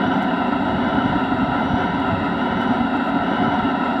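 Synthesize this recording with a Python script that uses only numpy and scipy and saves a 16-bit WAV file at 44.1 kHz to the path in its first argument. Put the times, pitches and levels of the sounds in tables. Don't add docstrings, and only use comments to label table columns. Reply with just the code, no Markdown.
import sys
import numpy as np
from scipy import signal
from scipy.fft import rfft, irfft
from scipy.io import wavfile

SR = 44100
rng = np.random.default_rng(int(sys.argv[2]) if len(sys.argv) > 2 else 0)


def to_wav(s):
    ch = np.atleast_2d(s).T
    pcm = np.round(np.clip(ch, -1, 1) * 32767)
    wavfile.write(sys.argv[1], SR, pcm.astype(np.int16))


N = 176400
TIME = np.arange(N) / SR


def from_db(db):
    return 10 ** (np.asarray(db) / 20)


def rms_one(x):
    return x / np.sqrt(np.mean(np.abs(x) ** 2) + 1e-20)


def drift(per_s):
    step, run_in = 40, 2000
    pole = np.exp(-2 * np.pi * per_s * step / SR)
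    white = rng.standard_normal(N // step + run_in + 2)
    slow = signal.lfilter([1], [1, -2 * pole, pole * pole], white)[run_in:]
    return np.interp(np.arange(N) / step, np.arange(len(slow)), rms_one(slow))


def bump(middle_s, half_width_s):
    return np.exp(-((TIME - middle_s) / half_width_s) ** 2)


def coloured(x, spectrum):
    hz, db = np.transpose(spectrum)
    bins_hz = np.maximum(np.arange(N // 2 + 1) * SR / N, 1)
    gain_db = np.interp(np.log(bins_hz), np.log(hz), db)
    return irfft(rfft(x) * from_db(gain_db), N)


def noise(spectrum):
    return coloured(rng.standard_normal(N) * np.sqrt(SR / 2), spectrum)


def resonance(centre_hz, width_hz):
    turbulence = rng.standard_normal((2, N + SR // 2))
    lowpass = signal.butter(2, width_hz / 2, fs=SR, output="sos")
    in_phase, quadrature = signal.sosfilt(lowpass, turbulence)[:, -N:]
    phase = 2 * np.pi * np.cumsum(centre_hz) / SR
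    return rms_one(in_phase * np.cos(phase) + quadrature * np.sin(phase))


def driven(modes, dose):
    return sum(from_db(db + swell_db * dose) * resonance(hz + rise_hz * dose, width_hz)
               for hz, width_hz, db, swell_db, rise_hz in modes)


def flame(dose):
    # frequency_hz, density_db
    rumble_spectrum = [(15, -82), (28, -78.5), (50, -63), (75, -56.5), (105, -55), (155, -55.5),
                       (220, -67.5), (500, -99), (2000, -140)]
    # time_s, gain_db
    rumble_curve = [(0, -4.5), (.35, -5), (.55, -0.5), (.85, 3), (1.3, 0), (1.5, 0.5), (2.12, 3),
                    (2.35, -5.5), (2.7, 2.5), (3.05, -4.5), (3.45, 2), (3.8, -8), (4, -3.5)]
    # pitch_hz, width_hz, level_db, swell_db, rise_hz
    burner_modes = [(190.1, 28, -32, 2.5, 0), (243.2, 45.6, -25.5, 0.7, 0.0016),
                    (275.1, 32.6, -26.5, -0.5, 0.0033)]
    # middle_s, boost_db
    puffs = [(0.079, 8), (.16, 6), (.317, 2.5), (.54, 3.5), (.762, 5.5), (.835, 8), (0.979, 6), (1.06, 5),
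             (1.15, 7), (1.342, 4), (1.42, 7.5), (1.74, 6.5), (2.125, 4), (2.715, 5), (2.82, 5.5),
             (2.967, 4), (3.15, 6), (3.415, 5.5), (3.47, 5), (3.649, 6.5)]
    steadiness, settle_s = .89, .059
    between_puffs_db = -1.67
    rumble_db = np.interp(TIME, *np.transpose(rumble_curve)) + 2 * drift(per_s=12)
    rumble = noise(rumble_spectrum) * from_db(rumble_db)
    drone = driven(burner_modes, dose) * from_db(2.5 * drift(per_s=16))
    roar = drone + rumble
    window = signal.windows.hann(int(2 * settle_s * SR))
    power = signal.fftconvolve(rms_one(roar) ** 2, window / window.sum(), "same")
    steady_roar = roar / np.maximum(power, 1e-3) ** (steadiness / 2)
    puffs_db = sum(db * bump(middle_s, half_width_s=.019) for middle_s, db in puffs)
    return steady_roar * from_db(between_puffs_db + puffs_db)


def exhaust(dose):
    # pitch_hz, width_hz, level_db, swell_db, rise_hz
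    pipe_modes = [ (377.9, 60, -34.5, 1.1, 0), (556.7, 42, -40, 0, -5.5), (662.5, 42, -34, -0.5, 0),
                  (732.3, 36, -31, 0.5, -0.5), (835, 136, -33.5, 1.2, 0), (974, 87, -33, 1.1, -0.5),
                  (1331, 57, -32.5, 0, 3), (1420.5, 59, -34.5, -0.5, 3), (1523, 74, -37, 1.8, 11.5),
                  (1751, 34, -46, 0, -0.5), (1853, 24, -46, 0, -0.5), (1906, 36, -45, -1.5, 3.5),
                  (2052, 49, -44, 0.51, 2)]
    # pitch_hz, width_hz, level_db, swell_db, rise_hz
    outlet_modes = [ (2205, 110, -52.5, 3, 10), (2676, 120, -48.5, -1.5, 1), (2862, 157, -43, 0.3, 85),
                    (3416, 150, -50.5, 1.5, 25), (4750, 130, -66.5, 1, -1.5), (5050, 90, -71, 4, 6.5),
                    (5430, 110, -71, -2, 8), (5780, 115, -69, 5, 15), (7420, 290, -73.5, -2.5, -2.5),
                    (8040, 140, -78.5, -0.5, -2), (8620, 310, -76.5, 1.5, -2), (9400, 400, -83.5, 0, -0.5)]
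    # frequency_hz, density_db
    rush_spectrum = [(100, -76.5), (200, -52.5), (320, -61.5), (450, -63.5), (520, -61), (605, -61.5),
                     (770, -56.5), (990, -56), (1080, -76.5), (1230, -61.5), (1680, -71.5), (2000, -73.5),
                     (2400, -82), (3100, -77.5), (3270, -75), (3680, -83), (4000, -87), (4500, -87.5),
                     (5000, -99.5), (5600, -101), (6400, -107), (7200, -104), (9400, -110), (10500, -115),
                     (15500, -116.5)]
    rush = from_db(.3 * dose) * noise(rush_spectrum)
    hiss = sum(from_db(1.2 * drift(per_s=6.5)) * driven([mode], dose) for mode in outlet_modes)
    flutter = from_db(.73 * drift(per_s=17))
    return flutter * (driven(pipe_modes, dose) + hiss + rush)


def blower_whine():
    # pitch_hz, relative_level_db
    tones = [(3790, -47), (3881, -70.5), (3919, -65.5), (4048, -56.5), (4404, -65), (4436, -67),
             (4565, -76.5), (4823, -72), (11881, -90)]
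    gain_db, waver_db, wander_hz = 3, .56, .8
    offset_hz = wander_hz * drift(per_s=2)
    whine = np.zeros(N)
    for hz, db in tones:
        gain = from_db(db + gain_db + waver_db * drift(per_s=11))
        cycles = np.cumsum(hz + offset_hz) / SR + rng.random()
        whine += gain * np.sin(2 * np.pi * cycles)
    return whine


def ticks_and_rustles():
    # start_s, relative_level_db
    ticks = [(0.2239, -43), (0.7043, -60), (1.9979, -49), (2.6145, -48), (2.6329, -49), (2.8185, -56),
             (2.9677, -51.5), (3.2331, -56), (3.6344, -56), (3.906, -57)]
    # middle_s, half_width_s, relative_level_db
    rustles = [(.235, .017, -60), (.33, .05, -73), (.42, .03, -67), (0.683, .04, -72), (.8, .04, -73),
               (1.4, .04, -75), (1.64, .025, -74), (2.01, .04, -75), (2.53, .015, -72), (2.645, .04, -67),
               (2.99, .02, -71), (3.075, .038, -59)]
    # frequency_hz, gain_db
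    colour = [(2000, -12.5), (5200, 2.5), (8000, -1), (12000, -3), (15500, -5.5)]
    tick_gain_db, decay_s = -.5, .0042
    crackles_per_s, crackle_gain_db = 23, -71.5
    tick_envelope = np.zeros(N)
    for start_s, db in ticks:
        decay = np.exp(-np.maximum(TIME - start_s, 0) / decay_s)
        tick_envelope += (TIME > start_s) * from_db(db + tick_gain_db) * decay
    rustle_envelope = sum(from_db(db) * bump(middle_s, half_s) for middle_s, half_s, db in rustles)
    grains = rms_one(rng.standard_normal(N) ** 3)
    crackle_onsets = rng.random(N) < crackles_per_s / SR
    crackles = crackle_onsets * rng.standard_normal(N) * from_db(crackle_gain_db)
    snaps = tick_envelope * rng.standard_normal(N)
    return coloured(snaps + rustle_envelope * grains + crackles, colour)


def scene():
    dose_period_s, first_crest_s = .83, .12
    dose = np.cos(2 * np.pi * (TIME - first_crest_s) / dose_period_s)
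    return (flame(dose) + exhaust(dose) + blower_whine() + ticks_and_rustles())[None]


def record(dry):
    lowpass = signal.ellip(10, .1, 80, 15700, fs=SR, output="sos")
    return signal.sosfilt(lowpass, dry)


dry = scene()
out = record(dry)
to_wav(out)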